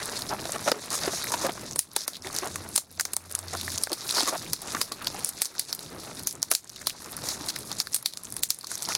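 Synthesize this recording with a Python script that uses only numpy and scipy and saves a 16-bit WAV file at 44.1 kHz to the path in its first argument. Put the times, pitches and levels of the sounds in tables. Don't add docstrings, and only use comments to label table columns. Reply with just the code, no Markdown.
import sys
import numpy as np
from scipy import signal
from scipy.fft import rfft, irfft
from scipy.io import wavfile
from scipy.ndimage import uniform_filter1d

SR = 44100
rng = np.random.default_rng(int(sys.argv[2]) if len(sys.argv) > 2 else 0)


def wav_record(signal):
    frames = np.transpose(np.atleast_2d(signal))
    bounded = np.clip(frames, -1, 1)
    quanta = np.round(bounded * 32767).astype(np.int16)
    wavfile.write(sys.argv[1], SR, quanta)


def attenuation_scalar(level_db):
    decades = np.asarray(level_db, float) / 20
    return 10 ** decades


N = 395577
TIME_S = np.arange(N) / SR

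# start_s, motion_db, wetness_db
HAND_MOTION = [(0., -40, 0), (.72, -41.5, -1.5), (.95, -38, 0), (1.45, -43.5, 0), (1.7, -48.5, -1),
               (2.2, -41.5, 0.5), (2.7, -47.5, -0.5), (3.0, -46.5, 0.5), (3.42, -44, 2), (3.6, -36.5, -5),
               (4.45, -42, -5.5), (5.0, -44.5, 3), (5.5, -37, -3.5), (6.3, -49.5, 0), (7.1, -45.5, -3.5),
               (7.4, -40.5, -1.5), (8.3, -47, -3.5), (8.97, -45.5, -1.5)]
# centre_s, half_length_s, lift_db
SQUEEZES = [
    (1.06, 0.073, 3.5),
    (1.39, 0.22, 6.5),
    (2.44, 0.18, 8),
    (4.222, 0.29, 15),
    (4.734, 0.21, 8.5),
    (6.805, 0.52, 7.5),
    (7.244, 0.075, 5.5),
    (2.192, 0.067, -14),
    (7.074, 0.093, -1),
    (8.9, 0.38, 7.5),
]
# freq_hz, density_db_per_hz
FILM_SPECTRUM = [(1300, -2.5), (2200, -7), (2900, -15), (3700, -2), (4400, -1.5), (6600, -3), (7400, -6.5),
                 (10600, -3), (13100, -11.5), (13600, -14), (15700, -15), (16000, -20)]
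# freq_hz, density_db_per_hz
FLESH_SPECTRUM = [
    (150, -14.5),
    (250, -6.5),
    (539, -8.5),
    (600, -6.5),
    (800, -8.5),
    (1150, -8.5),
    (1290, -9),
    (3200, -19.5),
    (4160, -17.5),
    (7040, -120),
]
# freq_hz, density_db_per_hz
SHELL_SPECTRUM = [
    (300, -39),
    (2200, -13.5),
    (2860, -14),
    (4280, -3.5),
    (8100, -7),
    (9540, -2),
    (15000, -12.5),
    (16500, -20),
]
# freq_hz, density_db_per_hz
ROOM_SPECTRUM = [
    (15, -17),
    (48, -10.5),
    (90, -3),
    (145, 0),
    (356, -5.5),
    (492, -12.5),
    (1000, -22.5),
    (1300, -23),
    (2200, -120),
]
# start_s, peak_db, ring_hz
JOINT_CLICKS = [(0.19, -21, 1180), (0.6859, -15, 1210), (1.243, -24, 2110), (1.2706, -21.5, 2090),
                (1.4669, -16, 1160), (2.08, -27, 1210), (2.2474, -25, 2020), (2.272, -26, 2040),
                (2.558, -22.5, 1930), (2.9984, -15, 1730), (3.3523, -28, 1550), (3.551, -22, 1400),
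                (3.6795, -20, 1900), (3.724, -33, 1380), (3.777, -27, 3190), (3.8717, -24, 1460),
                (4.162, -33, 1250), (4.1828, -17.5, 1220), (4.2619, -30, 1470), (4.4638, -30, 2710),
                (4.7687, -20.5, 1420), (5.5526, -32, 1460), (6.8147, -28, 1810), (6.9045, -24.5, 3230),
                (7.06, -27, 1200), (7.178, -31, 1340), (7.5633, -23, 1980), (7.802, -24, 3190),
                (8.027, -30, 1100), (7.8714, -26, 1590), (8.3666, -34, 1980), (8.6416, -30, 1150),
                (8.7156, -26, 1450), (8.8284, -27, 1210), (8.9217, -21, 2240), (8.9521, -19.5, 2450)]
# start_s, peak_db, ring_hz
BRIGHT_CRACKLES = [(0.0287, -22, 4260), (0.0908, -25, 3920), (0.164, -26, 4220), (0.293, -20, 5000),
                   (0.3941, -31, 3830), (0.4943, -26, 6720), (0.718, -8.5, 5160), (0.9444, -22, 9130),
                   (1.242, -16, 10680), (1.34, -18, 4480), (1.611, -30, 6650), (1.7112, -19.5, 6300),
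                   (1.7327, -22, 5560), (2.146, -27, 4180), (2.2223, -27, 5800), (2.271, -22, 4070),
                   (2.4586, -23, 7970), (2.514, -29, 5900), (2.6393, -30, 5210), (4.17, -13, 4500),
                   (3.2968, -32, 8800), (3.314, -21.5, 10420), (3.4121, -30, 10420), (7.7693, -27, 6000),
                   (3.7026, -32, 5680), (3.7232, -27, 5040), (3.8157, -25, 6550), (3.8963, -24, 5860),
                   (4.0796, -17, 11020), (4.0922, -21, 4170), (4.3955, -30, 4570), (4.7262, -20, 6850),
                   (5.0244, -26, 10900), (5.081, -20, 4900), (5.1699, -28, 6000), (5.2126, -30, 5000),
                   (3.3515, -13, 6500), (5.8309, -23.5, 7840), (5.0711, -7.5, 4540), (6.2268, -29, 11580),
                   (6.293, -26, 5500), (6.3268, -24, 9000), (6.6994, -23.5, 5640), (6.7617, -26, 4540),
                   (6.818, -25, 6600), (7.045, -26, 5600), (7.1203, -22, 10200), (7.444, -28, 4520),
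                   (7.4622, -25, 10120), (7.502, -28, 4000), (7.589, -21, 9780), (7.6962, -29, 5000),
                   (7.7279, -20, 5810), (7.952, -13, 9690), (8.253, -20, 6800), (8.4284, -21, 9170),
                   (8.4893, -26, 8790), (8.8418, -21, 10720), (8.852, -18, 5120), (8.858, -18.5, 6070),
                   (0.5209, -9.5, 8300), (1.5087, -26, 3700), (1.9158, -35, 5030), (2.2585, -31, 6290),
                (2.9147, -30, 12100), (3.1352, -12, 9400), (3.1389, -20.5, 9170), (3.3045, -29, 9520),
                (2.1545, -27, 4200), (8.0595, -10, 10500), (3.3353, -30, 7900), (3.6124, -16.5, 4130),
                (3.8254, -22, 9690), (4.093, -15, 4300), (4.2065, -8.5, 4150), (4.6191, -24, 9820),
                (5.0207, -27.5, 3790), (5.0558, -28, 4690), (5.1448, -25, 5560), (5.3775, -28, 5380),
                (5.4039, -27, 4870), (5.4232, -19, 9500), (5.5823, -20, 5040), (5.595, -18, 5260),
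                (5.7499, -15.5, 11110), (5.8628, -28, 4570), (6.3534, -25.5, 8010), (2.159, -27, 4200),
                (6.6444, -30.5, 8050), (6.6756, -32, 6760), (7.0596, -39, 9990), (7.928, -23, 7840),
                (8.2711, -34, 4050), (8.3035, -26, 9820), (8.5455, -23, 9090), (8.9513, -6, 4830)]
# start_s, length_s, level_db, ring_hz
FLESH_TEARS = [(0.301, 0.054, -31.5, 780), (0.657, 0.051, -30.5, 676), (5.895, 0.096, -46.5, 320),
               (0.907, 0.054, -37.5, 1170), (1.029, 0.074, -38.5, 634), (1.316, 0.014, -32.5, 930),
               (1.434, 0.045, -31, 476), (1.48, 0.035, -39, 800), (2.421, 0.067, -37.5, 720),
               (3.524, 0.039, -38, 676), (3.892, 0.049, -41, 570), (4.155, 0.043, -34, 990),
               (4.261, 0.041, -34.5, 1090), (4.319, 0.052, -32, 660), (4.744, 0.063, -45, 1180),
               (8.88, 0.054, -38, 1360), (0.722, 0.085, -44, 393), (1.403, 0.034, -43, 900),
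               (4.044, 0.02, -46, 1510), (1.001, 0.063, -43, 1920)]
# start_s, length_s, level_db, ring_hz
GLOVE_DRAGS = [(0.633, 0.088, -36, 6050), (0.896, 0.11, -35.5, 6800), (1.316, 0.038, -35, 6600),
               (1.404, 0.072, -36.5, 6530), (1.962, 0.1, -39, 5500), (2.724, 0.094, -41, 8230),
               (4.08, 0.059, -38, 6800), (4.138, 0.084, -28, 4800), (4.281, 0.018, -28, 6600),
               (5.247, 0.07, -39.5, 8800), (5.407, 0.072, -38.5, 8040), (7.227, 0.14, -38.5, 6840),
               (7.48, 0.03, -32, 5260), (7.777, 0.054, -35.5, 7060), (7.946, 0.026, -39, 8640),
               (8.687, 0.08, -39.5, 6860), (8.885, 0.066, -34.5, 5900), (0.994, 0.091, -38.5, 4700),
               (1.094, 0.13, -36, 6260), (1.264, 0.051, -38, 6300), (0.935, 0.03, -32, 9000),
               (0.15, 0.037, -37.5, 4300), (0.282, 0.032, -39.5, 5200), (3.559, 0.05, -41, 4270),
               (3.963, 0.087, -47, 5300), (5.68, 0.039, -42, 5200), (7.292, 0.033, -35, 4600),
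               (2.134, 0.048, -49, 4200), (8.808, 0.068, -45, 5500)]
# start_s, peak_db, ring_hz, knock_re_peak_db
PLATE_BREAKS = [(0.221, -13.5, 4400, -20), (0.717, -10.5, 5000, -3.5), (1.9636, -0.5, 3650, -18.5),
                (2.3867, -7.5, 6060, -25), (2.9975, -12.5, 6660, -27), (3.0526, -9, 6370, -18),
                (4.092, -19, 4000, -29), (4.2065, -11, 4200, -7), (4.533, -2, 5340, -25.5),
                (4.5352, -14, 5000, -23), (4.8148, -5, 5140, -17.5), (5.0711, -13, 3870, -13.5),
                (5.4233, -7, 4600, -26.5), (5.456, -12, 5800, -29), (5.595, -4.5, 4400, -37),
                (5.7283, -9.5, 4860, -25), (6.272, -7, 6160, -60), (6.4286, -2.5, 5600, -27),
                (6.5234, -11, 5400, -14.5), (6.5509, -2, 7160, -35), (6.8705, -3.5, 3750, -20.5),
                (7.8018, -5, 5200, -23), (8.0595, -4, 4150, -31), (8.9511, -7.5, 4640, -20.5)]
# start_s, peak_db, ring_hz, knock_re_peak_db
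RIM_BREAKS = [(0.52, -32, 8700, -22), (0.56, -23, 8800, -0.5), (1.239, -26, 10300, -9),
              (1.7596, -12.5, 9000, -13), (1.7917, 2, 9300, -37), (1.9663, -8, 8300, -20),
              (2.0796, -10.5, 12000, -18.5), (2.7572, -11, 10100, -18), (2.761, 2.5, 8440, -33),
              (2.778, -7, 7200, -17), (3.0096, -5, 8200, -24), (3.1344, -13.5, 9300, -19),
              (3.1664, 2, 8400, -27), (3.3516, -6.5, 10200, -31), (3.836, -2, 8460, -40),
              (5.2469, -1.5, 9500, -39), (5.419, 5, 11500, -40), (5.292, -17, 8000, -34),
              (6.515, 4, 10600, -22), (7.9451, -2.5, 9100, -33), (8.3664, -12, 11000, -24),
              (8.4343, 0, 7300, -38), (8.545, -31, 9050, -30), (2.0793, -9, 6100, -32),
              (1.933, -35, 11500, -27), (8.5046, 1, 6360, -38)]
# start_s, peak_db, ring_hz
SHELL_TAPS = [(0.192, -21, 3700), (0.6858, -18, 4570), (0.9044, -14.5, 4400), (2.134, -25, 3880),
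              (2.1678, -23.5, 3850), (3.483, -23.5, 4660), (3.613, -32, 3900), (4.1065, -15, 4200),
              (3.838, -8.5, 5000), (3.9184, -14, 4200), (3.9307, -9.5, 4400), (4.1095, -8, 4000),
              (4.2328, -13, 5100), (4.9204, -13.5, 4230), (5.046, -22, 4400), (5.792, -22, 4070),
              (6.0007, -27, 4580), (6.1942, -21.5, 4460), (7.487, -10.5, 4550), (7.502, -13.5, 3980),
              (7.561, -14.5, 5000), (5.259, -21, 5000), (7.716, -15, 3640), (8.126, -31, 3800),
              (7.871, -19, 4400), (8.1363, -18.5, 3750), (8.6108, -26.5, 4220), (8.631, -28.5, 4240),
              (8.645, -21, 4300), (8.8886, -11, 4200)]
# start_s, peak_db, ring_hz
FOLD_BUCKLES = [(.677, -17, 6760), (1.32, -8, 6500), (1.5205, -21, 5530), (1.7107, -28, 6130),
                (1.7238, -23, 5900), (2.328, -21.5, 6140), (2.35, -16, 6300), (2.364, -11, 5770),
                (2.4737, -18.5, 6940), (2.5586, -15, 6640), (3.534, -17.5, 6740), (3.703, -17, 5500),
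                (3.7582, -17, 6650), (3.778, -11.5, 7000), (3.782, -12.5, 6000), (4.1484, -12, 5800),
                (4.276, -11.5, 7000), (4.5254, -23, 5500), (4.7497, -14, 6440), (6.31, -19.5, 7060),
                (6.42, -16, 6800), (6.695, -22.5, 5670), (6.8972, -13, 5040), (7.288, -10.5, 5400),
                (7.933, -17.5, 5400), (8.173, -16.5, 6950), (8.2473, -24, 6940), (8.67, -20, 6260),
                (8.7544, -14.5, 6230), (8.823, -13, 6600)]
# start_s, peak_db, ring_hz
SPLINTER_FLICKS = [(0.929, -15, 8800), (2.3439, -19, 9000), (2.6892, -23.5, 11500), (2.781, -11, 8600),
                   (2.926, -33, 10500), (6.272, -7.5, 11100), (3.3128, -36, 10300), (3.3242, -18, 9300),
                   (3.39, -15, 8000), (3.939, -28, 8000), (5.1924, -20.5, 9700), (5.2907, -11, 11300),
                   (5.4483, -17, 10100), (6.2343, -20, 11800), (6.5372, -13, 7000), (7.114, -24, 11400),
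                   (7.167, -17, 10800), (7.607, -22, 8640), (7.9207, -26, 9900), (7.952, -26, 9600),
                   (7.9625, -12, 8900), (8.027, -21, 11100), (8.2352, -23, 10500), (8.3241, -15.5, 9450),
                   (8.341, -25, 10200), (8.393, -23, 9900), (8.5881, -20.5, 10100), (8.7165, -16, 9800),
                   (8.779, -21.5, 8800), (8.8294, -16, 9050)]
# start_s, peak_db, cavity_hz, decay_s (to -60 dB)
WET_POPS = [(0.294, -30, 396, 0.12), (0.453, -23, 670, 0.016), (0.493, -22.5, 590, 0.0078),
            (0.56, -25.5, 1284, 0.015), (0.675, -12, 576, 0.039), (0.7163, -13.5, 484, 0.016),
            (0.737, -30, 400, 0.07), (1.076, -15, 372, 0.024), (1.131, -29.5, 662, 0.04),
            (1.338, -14, 932, 0.022), (1.446, -21.5, 520, 0.04), (1.493, -17.5, 686, 0.012),
            (2.244, -31.5, 358, 0.12), (2.266, -31.5, 750, 0.025), (2.42, -28, 360, 0.074),
            (2.557, -29, 1130, 0.019), (3.534, -28, 740, 0.031), (3.68, -25, 1840, 0.0075),
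            (3.872, -22.5, 730, 0.0044), (3.917, -23, 330, 0.042), (4.23, -24, 274, 0.022),
            (4.273, -20, 1074, 0.072), (1.461, -21, 525, 0.025), (4.747, -17, 1143, 0.021),
            (4.915, -27, 1108, 0.041), (5.145, -29, 804, 0.029), (0.781, -38, 380, 0.03),
            (8.887, -23.5, 915, 0.014)]
# time_s, level_db
HUM_LEVEL = [
    (2.2, -52),
    (2.5, -51),
    (2.6, -44),
    (2.7, -54.5),
    (2.95, -44),
    (3.15, -49),
    (3.35, -39),
    (3.6, -40),
    (3.78, -45),
    (3.9, -59),
]


def colour(x, spectrum):
    hz, db = np.transpose(spectrum)
    size = 2048
    grid_hz = np.maximum(np.fft.rfftfreq(size, 1 / SR), 1)
    gain_db = np.interp(np.log(grid_hz), np.log(hz), db, db[0] - 38.0, db[-1] - 31.0)
    cepstrum = irfft(np.log(attenuation_scalar(gain_db)))
    cepstrum[1:size // 2] *= 2
    cepstrum[size // 2 + 1:] = 0
    response = irfft(np.exp(rfft(cepstrum)))
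    response = response / np.sqrt(np.sum(response ** 2))
    return signal.fftconvolve(x, response)[:len(x)]


def ring(x, hz, width_hz):
    b, a = signal.iirpeak(min(hz, SR / 2.2), hz / width_hz, SR)
    return signal.lfilter(b, a, x)


def unit(x):
    return x / np.sqrt(np.mean(x ** 2))


def walk(rate_hz):
    hold = int(SR / rate_hz)
    steps = np.repeat(rng.standard_normal(N // hold + 1), hold)
    return uniform_filter1d(steps, hold)[:N]


def add(out, start_s, peak_db, x):
    i = int(start_s * SR)
    x = x[:N - i]
    out[i:i + len(x)] += x * attenuation_scalar(peak_db) / np.max(np.abs(x))


def hands():
    start_s, motion_points_db, wet_points_db = np.transpose(HAND_MOTION)
    motion_db = np.interp(TIME_S, start_s, motion_points_db)
    wet_db = np.interp(TIME_S, start_s, wet_points_db)
    for centre_s, half_s, lift_db in SQUEEZES:
        motion_db += lift_db * np.clip(1 - np.abs(TIME_S - centre_s) / half_s, 0, 1)
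    return motion_db, wet_db


def grains(spectrum, centres_hz, rate_hz, spread_db, own_db, smear_s, hiss_db, flicker_db, flicker_hz):
    bunch = attenuation_scalar(flicker_db * walk(flicker_hz))
    tick_db = spread_db * np.minimum(rng.exponential(size=N), 3.)
    ticks = (rng.random(N) < rate_hz / SR) * attenuation_scalar(tick_db)
    decay = np.exp(-1 / (smear_s * SR))
    out = 0
    for hz in centres_hz:
        share = signal.lfilter([1], [1, -decay], ticks * attenuation_scalar(own_db * rng.standard_normal(N)))
        hiss = attenuation_scalar(hiss_db + 5.8 * walk(30.))
        drive = (unit(share) + hiss) * rng.standard_normal(N)
        out = out + ring(drive, hz, 0.38 * hz)
    return unit(colour(out * bunch, spectrum))


def room(motion_db):
    rumble = unit(colour(rng.standard_normal(N), ROOM_SPECTRUM) * attenuation_scalar(1.6 * walk(7.)))
    return rumble * attenuation_scalar(-45 + 0.14 * (motion_db - np.mean(motion_db)))


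def crackle():
    lead_s = .003
    events = JOINT_CLICKS + BRIGHT_CRACKLES
    out, t = np.zeros(N), np.arange(int(SR / 50)) / SR - lead_s
    lag = np.abs(t)
    strain = attenuation_scalar(-16.5) * np.exp(-lag / 0.0019)
    release = np.exp(-lag / 0.00023) + attenuation_scalar(-22) * np.exp(-lag / 0.007)
    shape = np.where(t < 0, strain, release)
    kick = np.diff((t >= 0) * 1., prepend=0)
    for start_s, peak_db, hz in events:
        burst = rng.standard_normal(len(t)) * shape + kick
        piece = ring(ring(burst, hz, 0.92 * hz), hz, 0.37 * hz)
        add(out, start_s - lead_s, peak_db, piece + attenuation_scalar(-15) * ring(burst, 5700.0, 5500.0))
    return out


def crunch():
    out, t = np.zeros(N), np.arange(int(SR / 6)) / SR
    for start_s, length_s, level_db, hz in FLESH_TEARS + GLOVE_DRAGS:
        when, size, fine = rng.standard_normal((3, len(t)))
        attack = np.clip(t / (0.21 * length_s), 0, 1)
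        swell = attack * np.clip((length_s - t) / (0.25 * length_s), 0, 1)
        slips = signal.lfilter([1], [1, -.9], (when > 2.4) * attenuation_scalar(3.5 * size)) + 0.55
        body = colour(swell * slips * fine, FLESH_SPECTRUM if hz < SR / 16 else FILM_SPECTRUM)
        body = body + 3.3 * ring(body, hz, 1.5 * hz) + 7.0 * ring(body, hz, .2 * hz)
        body *= attenuation_scalar(level_db) * np.sqrt(length_s * SR / np.sum(body ** 2))
        i = int(start_s * SR)
        out[i:][:len(t)] += body[:N - i]
    return out


def shell():
    creak_s = .014
    out, t = np.zeros(N), np.arange(int(SR / 10)) / SR - creak_s
    after, lag = t >= 0, np.abs(t)
    events = [(*snap, -23 - 0.57 * snap[1]) for snap in PLATE_BREAKS + RIM_BREAKS]
    # knock_db, rattle_db
    events += [(*tick, -25, -17) for tick in SHELL_TAPS + FOLD_BUCKLES + SPLINTER_FLICKS]
    creak = ~after * (attenuation_scalar(-35) * np.exp(-lag / .007) + attenuation_scalar(-21) * np.exp(-lag / .0005))
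    kick = np.diff(after * 1., prepend=0)
    edge = after * np.exp(-lag / 0.00018)
    thump = after * np.exp(-lag / 0.003)
    settle = after * (1 - t / t[-1]) * (np.exp(-lag / 0.003) + attenuation_scalar(-12.0) * np.exp(-lag / 0.043))
    for start_s, peak_db, hz, knock_db, rattle_db in events:
        fine, rough, dull = rng.standard_normal((3, len(t)))
        rattle = attenuation_scalar(rattle_db + 10 * uniform_filter1d(rough, size=40)) * settle
        burst, tail = fine * (creak + edge) + 0.8 * kick, fine * rattle
        pitch = (2.0 - 0.09 * peak_db) * ring(burst + 0.6 * tail, hz, 0.23 * hz)
        add(out, start_s - creak_s, peak_db, colour(burst + tail + pitch, SHELL_SPECTRUM))
        knock = ring(colour(dull * thump, FLESH_SPECTRUM), 1070.0, 1950.0)
        add(out, start_s - creak_s, peak_db + knock_db, knock)
    return out


def pops():
    out, t = np.zeros(N), np.arange(int(SR / 8)) / SR
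    for start_s, peak_db, hz, t60_s in WET_POPS:
        noise = rng.standard_normal(len(t))
        fade = (1 - np.exp(-t / 0.012)) * np.exp(-np.log(1000) * t / max(t60_s, 1 / 200))
        bubble = np.sin(2 * np.pi * hz * (t + 1.24 * t ** 2))
        push = 0.58 * colour(noise, FLESH_SPECTRUM) + 0.5 * ring(noise, hz, 0.25 * hz)
        add(out, start_s, peak_db, fade * (bubble + push))
    return out


def hum():
    hum_hz, width_hz = 89, 10
    time_s, level_db = np.transpose(HUM_LEVEL)
    rough = ring(rng.standard_normal(N), hum_hz, width_hz)
    rough = unit(ring(rough, hum_hz, width_hz))
    tone = np.sin(2 * np.pi * np.cumsum(hum_hz + walk(10.) * 2) / SR)
    return unit(tone * 1.4 + rough * .6) * attenuation_scalar(np.interp(TIME_S, time_s, level_db, -90, -90))


def duck(loud, start_db, share, release_s):
    keep = np.exp(-1 / (release_s * SR))
    power = signal.lfilter([1 - keep], [1, -keep], loud ** 2)
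    return (1 + power / attenuation_scalar(2 * start_db)) ** (-share / 2)


def scene():
    motion_db, wet_db = hands()
    film = grains(FILM_SPECTRUM, [2700, 3900, 5200, 7000], rate_hz=260., spread_db=3.2, own_db=5.5,
                  smear_s=0.0008, hiss_db=-2., flicker_db=2.3, flicker_hz=40.)
    thin = grains(FILM_SPECTRUM, [8500, 10500, 12500, 15000], rate_hz=230., spread_db=3.1, own_db=4.5,
                  smear_s=.0004, hiss_db=-3., flicker_db=2.2, flicker_hz=40.)
    wet = grains(FLESH_SPECTRUM, 330 * 2 ** np.arange(0, 3.5, .5), rate_hz=100., spread_db=2.6, own_db=4.5,
                 smear_s=.002, hiss_db=0.5, flicker_db=2.2, flicker_hz=30.)
    thin_db = -46 + 0.85 * (motion_db - np.mean(motion_db))
    steady = film * attenuation_scalar(motion_db) + thin * attenuation_scalar(thin_db) + wet * attenuation_scalar(motion_db + wet_db)
    snaps = shell()
    steady *= duck(snaps, start_db=-42, share=0.55, release_s=0.13)
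    steady *= duck(snaps, start_db=-35.5, share=0.96, release_s=0.11)
    rumble = (hum() + room(motion_db)) * duck(snaps, start_db=-39.5, share=1.4, release_s=0.11)
    return (snaps + pops() + crunch() + crackle() + rumble + steady)[None]


def dropouts(x, share):
    def blur(cells):
        return uniform_filter1d(uniform_filter1d(cells, size=17, axis=-1), size=9, axis=-2)

    hz, _, cells = signal.stft(x, SR, nperseg=256)
    power = np.abs(cells) ** 2 + 1e-18
    loud = blur(power)
    usual = np.exp(blur(np.log(power)))
    patch = uniform_filter1d(power, size=3, axis=-1)
    faint = patch < share * np.abs(loud) ** .15 * usual ** .85
    lost = faint & (hz[:, None] > SR / 18)
    return signal.istft(cells * np.where(lost, .2, 1), SR, nperseg=256)[1][..., :N]


def band_limit(x):
    return signal.sosfilt(signal.butter(12, 16810, fs=SR, output="sos"), x)


def record(dry):
    x = dropouts(dry, share=.26)
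    x = 1.08 * np.tanh(x / .56) * .56
    top_cut = signal.ellip(8, .2, 60, 16400, fs=SR, output="sos")
    x = signal.sosfilt(top_cut, x)
    return band_limit(x)


dry = scene()
out = record(dry)
wav_record(out)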